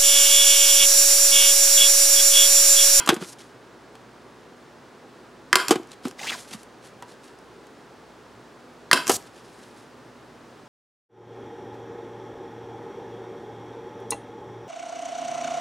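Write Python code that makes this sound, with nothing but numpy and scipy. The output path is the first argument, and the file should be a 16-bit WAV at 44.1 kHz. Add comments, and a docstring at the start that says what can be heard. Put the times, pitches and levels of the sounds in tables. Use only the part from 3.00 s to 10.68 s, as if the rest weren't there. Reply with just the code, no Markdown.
"""Plier punch and card

A steel plier punch cuts three holes in a sheet of card, over a craft table in a small room.
Each squeeze cracks the card by fibre noise and clacks on the stop by struck modes and a joint rattle.
On release the sheet flaps in its own modes; the pin's drag out of the last hole is a stick-slip pulse train.
The turned card slides as friction noise with a moving resonance, over coloured room noise and hum.
"""
import sys
import numpy as np
from scipy import signal
from scipy.fft import rfft, irfft
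from scipy.io import wavfile
from scipy.ndimage import uniform_filter1d

SR = 44100
rng = np.random.default_rng(int(sys.argv[2]) if len(sys.argv) > 2 else 0)


def store_wav(level_fs):
    """Save 16-bit WAV to argv[1]."""
    pcm = np.round(np.clip(np.atleast_2d(level_fs), -1, 1) * 32767)
    wavfile.write(sys.argv[1], SR, pcm.T.astype(np.int16))


N = 338688

# the pin breaks through, then the jaws hit their stop:
# start_s, ring_db, stop_share (0-1), crack_db, crack_t60_s, sheet_jolt_db
SQUEEZES = [(-0.066, -1.5, 0.83, 4.5, 0.0095, -13), (2.529, -6.5, 0.3, -11.5, 0.022, -21),
            (2.5559, -2, 0.98, 2.5, 0.027, -7.5), (5.9132, -8.5, 0.12, -12, 0.024, -35),
            (5.9307, -2.5, 1, 1, 0.032, -13.5)]
# modes of the steel punch: mode_hz, breakthrough_db, stop_db, t60_s
STEEL_MODES = [(1007, -16, -4, 0.081), (1120, -10, -6, 0.033), (1240, -2.5, -16, 0.031),
               (1399, -14.5, -16.5, 0.14), (1571, -5.5, 1.5, 0.035), (1673, -3, -18, 0.035),
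               (1853, 5, -25, 0.036), (2070, -4.5, -7.5, 0.037), (2630, -15, 3, 0.0124),
               (3196, -10, -0.5, 0.02), (4100, -9.5, -18.5, 0.0157), (4700, -22.5, -8, 0.021),
               (5016, -19.5, -4.5, 0.036), (5340, -11, -10.5, .018), (7190, -31.5, -5, 0.024)]
# spectrum of the breaking card: frequency_hz, density_db
CRACK_COLOUR = [(60, -15.5), (180, 2), (380, -9), (650, -2), (1100, 5), (2400, -1.5), (4700, 3.5),
                (6300, -5), (10000, -2.5), (13000, -12.5), (16000, -28.5)]
# spectrum of the loose joint: frequency_hz, density_db
RATTLE_COLOUR = [(500, -36), (900, -28), (1100, 17), (1350, -0.5), (1650, 4), (2100, 8), (2600, -18),
                 (5000, -32), (12000, -47)]

# the sheet jerks off the pin:
# start_s, flap_db, pitch_factor, slap_db, slap_t60_s, edge_tick_db, rebound_s
RELEASES = [(0.0898, -11, 0.97, -6, 0.063, -11, 0.0124), (2.7078, -4.5, 0.944, -15, 0.1, -13.5, 0.014),
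            (6.0948, -11, 1.055, -16, 0.099, -13.5, 0.0094)]
# catch, jerk and rebound of every release, levels relative to it:
# delay_in_rebounds, flap_db, pitch_factor, slap_db, edge_tick_db
RECOIL = [(-1.2, -20, 0.88, -13.5, -15), (0, -0.5, 1, 0, -2), (0.97, -10.5, 1.22, -13, -21)]
# single swings and knocks of the sheet; a short stiff span rings higher:
# start_s, flap_db, pitch_factor, slap_db
FLAPS = [(0.1245, -15.5, 0.97, -46), (0.1305, -22, 0.95, -30), (0.164, -27, 0.61, -32.5),
         (0.2144, -26, 0.51, -45), (0.2235, -29, 0.95, -34), (0.953, -62, 2.7, -44),
         (2.7567, -18, 0.98, -26), (2.797, -29.5, 0.9, -58), (3.053, -19, 0.7, -30),
         (3.071, -26.5, 1.01, -39.5), (3.3188, -58, 1, -36), (3.5139, -41, 0.69, -41),
         (3.545, -30, .55, -42), (4.024, -34.5, 2.45, -38.5), (5.948, -23.5, 0.69, -38),
         (6.0968, -15, 1.95, -27)]
# modes of the held sheet before the pitch factor: mode_hz, mode_db, nominal_t60_s
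SHEET_MODES = [(170, -13.5, 0.042), (246, -12, 0.056), (337, -4, 0.04), (376.7, -1.5, 0.08),
               (498, -14, 0.078), (777, -11, 0.049)]
# light touches of steel and card edge: start_s, tick_db, t60_s
TICKS = [(0.0618, -27.5, 0.03), (0.142, -30, 0.04), (0.954, -47, 0.0086), (2.683, -15.5, 0.015),
         (2.761, -38, 0.01), (2.8321, -49, .012), (2.873, -51, 0.011), (3.0824, -35, 0.017),
         (3.1116, -36, 0.0057), (3.5144, -45, .009), (3.6317, -42, .015), (4.0243, -39, 0.0084),
         (4.388, -50.5, .012), (4.6689, -50, 0.011), (6.0696, -19.5, 0.0063), (6.078, -19.5, 0.025),
         (6.1036, -17.5, 0.0098)]
# spectrum of the slapped surface: frequency_hz, density_db
SLAP_COLOUR = [(50, -24), (170, -5.5), (400, -8.5), (600, -7.5), (770, 0.5), (950, -5), (1250, -2),
               (2000, -10.5), (3200, -9), (5000, -19.5), (12000, -53)]
# spectrum of edge ticks and pin drag: frequency_hz, density_db
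EDGE_COLOUR = [(200, 6.5), (1500, -14), (3500, -1), (5200, 5.5), (7500, 7.5), (10500, 2), (13500, -4.5),
               (16000, -20)]

# the pin scrapes, creaks, then rasps free: start_s, end_s, mean_slips_per_s, level_db
DRAG = [(6.065, 6.09, 1100, -41), (6.116, 6.126, 420, -22.5), (6.13, 6.167, 2300, -27)]

# hand movements that turn the sheet: fastest_s, level_db, rise_s, fall_s, resonance_at_fastest_hz
PUSHES = [(3.198, -40.5, 0.018, 0.026, 2890), (3.233, -42, 0.022, 0.02, 2550),
          (3.299, -29, 0.088, 0.022, 3240), (3.322, -31.5, 0.0082, 0.071, 2180)]
# spectrum of sliding friction before the resonance: frequency_hz, density_db
SLIDE_COLOUR = [(150, -1), (700, -5), (1400, -4.5), (2300, -4.5), (3400, -2), (4800, -2.5), (6500, -4),
                (9000, -9.5), (15000, -24)]

# fingertips and jaws brush the card; a light glide is airy:
# firmest_s, level_db, rise_s, fall_s, airy_share (0-1)
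BRUSHES = [(.232, -40.5, 0.048, 0.038, 0.06), (.293, -42.5, 0.067, 0.039, .85),
           (.329, -42.5, 0.016, 0.015, 0.53), (.398, -51.5, 0.026, 0.13, 0.15),
           (2.922, -49, 0.047, 0.038, 0), (3.064, -42, 0.034, 0.066, 0.13), (3.395, -41, 0.056, 0.077, .4),
           (3.54, -39.5, 0.048, 0.032, 0.28), (3.49, -48, 0.036, 0.035, 0.36),
           (3.6, -52, 0.063, 0.074, 0.3), (3.85, -50, 0.034, 0.066, 0.2), (4.103, -53, 0.057, 0.067, 0.14),
           (4.248, -55, 0.038, 0.11, 0.16), (6.231, -53.5, 0.025, 0.13, 0),
           (6.36, -53.5, 0.061, 0.12, 0.04), (6.63, -58, 0.38, 0.2, 0.25), (6.78, -57, 0.037, .11, .3)]
# spectrum of light brushing: frequency_hz, density_db
HISS_COLOUR = [(1000, 0), (3000, 3), (4800, 2), (7000, -2), (10000, -4.5), (12500, -15), (16000, -45)]

# reflections from table, ceiling and wall: delay_s, level_db
ECHOES = [(0.013, -17), (0.0297, -26.5), (0.0442, -29.5)]
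# spectrum of the diffuse decay: frequency_hz, density_db
ROOM_COLOUR = [(80, -7), (350, 3.5), (700, 3.5), (1500, 4), (2600, 1.5), (5000, -0.5), (9000, -2),
               (15000, -1.5)]
# spectrum of the room noise: frequency_hz, density_db
AMBIENCE_COLOUR = [(20, -38), (45, -21), (60, -21.5), (85, -19), (115, -6), (180, -8), (250, -5), (400, -2),
                   (620, -8), (1000, -9), (1650, -13.5), (2300, -20), (5000, -25.5), (9000, -33.5),
                   (14500, -46), (16000, -40)]
# partials of the faint hum: partial_hz, mean_level_db
HUM = [(60, -71), (120, -66.5), (243, -61.5)]

LEAD = SR // 5  # samples computed ahead of the audible start
TIME = np.arange(-LEAD, N) / SR  # s, scene clock
AGE = np.arange(SR // 4) / SR  # s since an impact
STEREO_SIGN = np.array([[1], [-1]])  # left, right


def squeezes(rattle_db=-13, rattle_t60=0.074):
    """Fracture and impact: tearing fibres crack, the stop excites the steel's modes and its loose joint."""
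    body, crack, rattle = np.zeros((3, len(TIME)))
    mode_hz, bite_db, stop_db, mode_t60 = np.transpose(STEEL_MODES)
    for start, ring_db, stop_share, crack_db, crack_t60, jolt_db in SQUEEZES:
        mode_db = (1 - stop_share) * bite_db + stop_share * stop_db
        steel_modes = np.c_[mode_hz, mode_db, mode_t60]
        steel = ring(steel_modes, ring_db, twist=1.51, detune=0.01)
        add(body, start, steel + ring(SHEET_MODES, jolt_db))
        add(crack, start, burst(crack_db, crack_t60))
        add(rattle, start, stop_share * burst(ring_db + rattle_db, rattle_t60))
    return body + colour(crack, CRACK_COLOUR) + colour(rattle, RATTLE_COLOUR)


def blows():
    """Impact on a plate: flaps excite the sheet's modes and slap its surface; touches tick and ring steel."""
    body, slap, edge = np.zeros((3, len(TIME)))
    for start, flap_db, pitch, slap_db, slap_t60, tick_db in contacts():
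        sheet_modes = np.array(SHEET_MODES) * [pitch, 1, 1]
        add(body, start, ring(sheet_modes, flap_db, length=0.99, twist=1.84))
        add(slap, start, burst(slap_db, slap_t60))
        add(edge, start, burst(tick_db, 0.62 * slap_t60))
    stop_modes = np.delete(STEEL_MODES, 1, axis=1)  # leaves out the breakthrough levels
    steel_below_tick_db = -12
    for start, tick_db, tick_t60 in TICKS:
        add(body, start, ring(stop_modes, tick_db + steel_below_tick_db, twist=1.0))
        add(edge, start, burst(tick_db, tick_t60))
    return body + colour(slap, SLAP_COLOUR) + colour(edge, EDGE_COLOUR)


def contacts(flap_t60=0.052, flap_edge_db=-10):
    """Elastic recoil: each release catches, jerks and rebounds; the other flaps come singly."""
    for start, flap_db, pitch, slap_db, slap_t60, tick_db, rebound_s in RELEASES:
        for delay, more_flap_db, stiffer, more_slap_db, more_tick_db in RECOIL:
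            yield (start + delay * rebound_s, flap_db + more_flap_db, pitch * stiffer,
                   slap_db + more_slap_db, slap_t60, tick_db + more_tick_db)
    for start, flap_db, pitch, slap_db in FLAPS:
        yield start, flap_db, pitch, slap_db, flap_t60, slap_db + flap_edge_db


def drag(jitter=0.15, slip_t60=0.0028, rise_s=0.005, fall_s=0.0027):
    """Stick-slip: the pin holds and lets go in the hole, each slip a decaying grain of noise."""
    travel = np.cumsum(np.exp(jitter * walk(500))) / SR  # s, at an uneven speed
    grit = noise()
    scrape = 0
    for start, end, slip_rate, db in DRAG:
        since_slip = slip_rate * travel % 1 / slip_rate
        slips = grit * fade(since_slip, slip_t60)
        scrape = scrape + unit(slips) * undb(db + stroke(start, end, rise_s, fall_s))
    return colour(scrape, EDGE_COLOUR)


def turn(width_octaves=0.3, resonance_db=15, bend_octaves_per_db=0.21):
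    """Driven resonance: friction excites the sheet, and a harder push bends it and raises its pitch."""
    rub = colour(fibres(catch_db=2.1, grain_db=2.0), SLIDE_COLOUR)
    hz, frame_s, frames = signal.stft(rub, SR, nperseg=256)
    slide = 0
    for fastest, db, rise, fall, top_hz in PUSHES:
        effort_db = stroke(fastest, fastest, rise, fall)
        bend_db = np.interp(frame_s + TIME[0], TIME, np.maximum(effort_db, -10))
        centre_hz = top_hz * 2 ** (bend_octaves_per_db * bend_db)
        distance = np.log2((hz[:, None] + 1) / centre_hz)  # octaves
        bent = frames * undb(resonance_db * np.exp(-0.5 * (distance / width_octaves) ** 2))
        song = signal.istft(bent, SR)[1][:len(TIME)]
        slide = slide + unit(song) * undb(db + effort_db)
    return slide


def rustle(airy_hz=6340):
    """Light sliding friction: brushes mix grainy noise with an airy, high-passed hiss by power."""
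    full = colour(fibres(catch_db=4.0, grain_db=3.5), HISS_COLOUR)
    high_pass = signal.butter(2, airy_hz, "high", fs=SR, output="sos")
    airy = unit(signal.sosfilt(high_pass, colour(noise(), HISS_COLOUR)))
    power = np.zeros((2, len(TIME)))
    for firmest, db, rise, fall, airy_share in BRUSHES:
        brush_power = undb(db + stroke(firmest, firmest, rise, fall)) ** 2
        power += np.outer([1 - airy_share, airy_share], brush_power)
    return full * np.sqrt(power[0]) + airy * np.sqrt(power[1])


def fibres(catch_db, grain_db, snaps_per_s=260, snap_db=13):
    """Dry friction: fine grains catch and let go, and stiff fibres snap at random moments."""
    grains = unit(noise() * undb(catch_db * walk(110) + grain_db * walk(1200)))
    snapping = rng.random(len(TIME)) < snaps_per_s / SR
    snaps = snapping * noise() * undb(snap_db)
    return unit(grains + snaps)


def stroke(start, end, rise, fall):
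    """Hand movement in dB: swells by 20 dB over rise, holds from start to end, fades likewise over fall."""
    away = np.maximum(start - TIME, 0) / rise + np.maximum(TIME - end, 0) / fall
    return -20 * np.minimum(away, 10) ** 1.54  # exponent 1 = pointed, 2 = rounded


def ring(modes, db, length=1, twist=2.9, detune=0.022, scatter_db=1.5):
    """Modal superposition: struck modes lag by twist radians in turn; the grip shifts them per blow."""
    chance = rng.standard_normal((len(modes), 2))
    total = 0
    for k, ((hz, mode_db, t60), (shift, scatter)) in enumerate(zip(modes, chance)):
        amplitude = undb(db + mode_db + scatter_db * scatter) * fade(AGE, t60 * length)
        phase = 2 * np.pi * hz * (1 + detune * shift) * AGE - k * twist
        total = total + amplitude * np.sin(phase)
    return total


def burst(db, t60):
    """Summed micro-impacts: a dying spray of noise that starts at the given rms level."""
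    envelope = fade(AGE, t60)
    spray = rng.standard_normal(len(AGE)) * envelope
    return undb(db) * spray * np.linalg.norm(envelope) / np.linalg.norm(spray)


def room(direct, send, width_db=-24, tail_width_db=-16):
    """Reflection and diffusion: echoes and a tail follow; scatter and a second tail part the channels."""
    common = tail()
    for delay, db in ECHOES:
        common[int(delay * SR)] += undb(db)
    scatter = burst(0, 0.02)
    scatter /= np.linalg.norm(scatter)
    mid = direct + signal.oaconvolve(send, common)[:len(direct)]
    side = undb(tail_width_db) * signal.oaconvolve(send, tail())[:len(direct)]
    side += undb(width_db) * signal.oaconvolve(direct, scatter)[:len(direct)]
    return mid + side * STEREO_SIGN


def tail(tail_db=-15, t60_low=0.32, t60_high=0.31, build_s=0.004):
    """Reverberant decay: diffuse noise builds up and dies away, the treble slightly faster."""
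    t = np.arange(SR // 2) / SR
    white = rng.standard_normal(len(t))
    low = signal.sosfilt(signal.butter(2, 4000, fs=SR, output="sos"), white)
    decay = low * fade(t, t60_low) + (white - low) * fade(t, t60_high)
    decay *= 1 - np.exp(-t / build_s)
    return undb(tail_db) * colour(decay / np.linalg.norm(decay), ROOM_COLOUR)


def ambience(noise_db=-48.5, width_db=-12.5, lean_db=-0.25):
    """Stationary noise: a coloured room sound, partly decorrelated in stereo, with a wavering hum."""
    mid = undb(noise_db) * colour(noise(), AMBIENCE_COLOUR)
    side = undb(noise_db) * colour(noise(), AMBIENCE_COLOUR)
    hum = 0
    for hz, db in HUM:
        amplitude = undb(db + 2 * walk(3.6)) * np.sqrt(2)
        hum = hum + amplitude * np.sin(2 * np.pi * hz * TIME + 0.47 * walk(27))
    stereo = mid + hum + undb(width_db) * side * STEREO_SIGN
    return stereo * undb(lean_db * STEREO_SIGN)  # the right is slightly louder


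def undb(db):
    """Logarithmic level: decibels to amplitude gain."""
    return 10 ** (np.asarray(db) / 20)


def unit(x):
    """Mean power: scale to rms 1."""
    return x / np.sqrt(np.mean(x ** 2))


def noise():
    """White noise: equal power at all frequencies, for the whole scene."""
    return rng.standard_normal(len(TIME))


def fade(t, t60):
    """Exponential damping: falls by 60 dB in t60 seconds."""
    return np.exp(-np.log(1000) * t / t60)


def walk(rate):
    """Band-limited chance: random points, rate per second, joined by lines and scaled to rms 1."""
    return unit(np.interp((TIME - TIME[0]) * rate, np.arange(len(TIME)), noise()))


def colour(x, points, size=4096):
    """Minimum phase: a causal filter of unit energy, shaped by (Hz, dB) points."""
    hz, db = np.transpose(points)
    bin_hz = np.arange(size // 2 + 1) * SR / size
    log_gain = np.log(undb(np.interp(np.log(bin_hz + 1), np.log(hz), db)))
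    cepstrum = irfft(log_gain)[:size // 2]
    cepstrum[1:] *= 2  # folding the cepstrum makes the response causal
    response = irfft(np.exp(rfft(cepstrum, size)))
    return signal.oaconvolve(x, response / np.linalg.norm(response))[:len(x)]


def add(track, s, sound):
    """Linear superposition: mix a sound into a track at time s."""
    start = LEAD + int(s * SR)
    track[start:start + len(sound)] += sound[:len(track) - start]


def scene(radiate_hz=135, card_send_db=-5):
    """Radiation: the punch radiates all round, the flat sheet sounds drier; neither gives much bass."""
    low_cut = signal.butter(3, radiate_hz, "high", fs=SR, output="sos")
    steel = signal.sosfilt(low_cut, squeezes())
    card = signal.sosfilt(low_cut, blows() + drag() + turn() + rustle())
    in_room = room(steel + card, steel + undb(card_send_db) * card)
    return (in_room + ambience())[:, LEAD:]


def record(dry, ceiling_db=2, release_db_per_s=200, top_hz=15800):
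    """Gain reduction: a fast limiter ducks peaks and recovers; the rest clips softly and the top is cut."""
    peak_db = 20 * np.log10(np.abs(dry).max(axis=0) + 1e-9)
    over_db = np.maximum(peak_db - ceiling_db, 0)
    recovery_db = release_db_per_s * np.arange(N) / SR
    duck_db = np.maximum.accumulate(over_db + recovery_db) - recovery_db
    limited = dry * undb(-uniform_filter1d(duck_db, size=32))
    clipped = limited / (1 + (limited / 0.95) ** 6) ** (1 / 6)
    top_cut = signal.ellip(10, 0.2, 90, top_hz, fs=SR, output="sos")
    return signal.sosfilt(top_cut, clipped)


dry = scene()
out = record(dry)
store_wav(out)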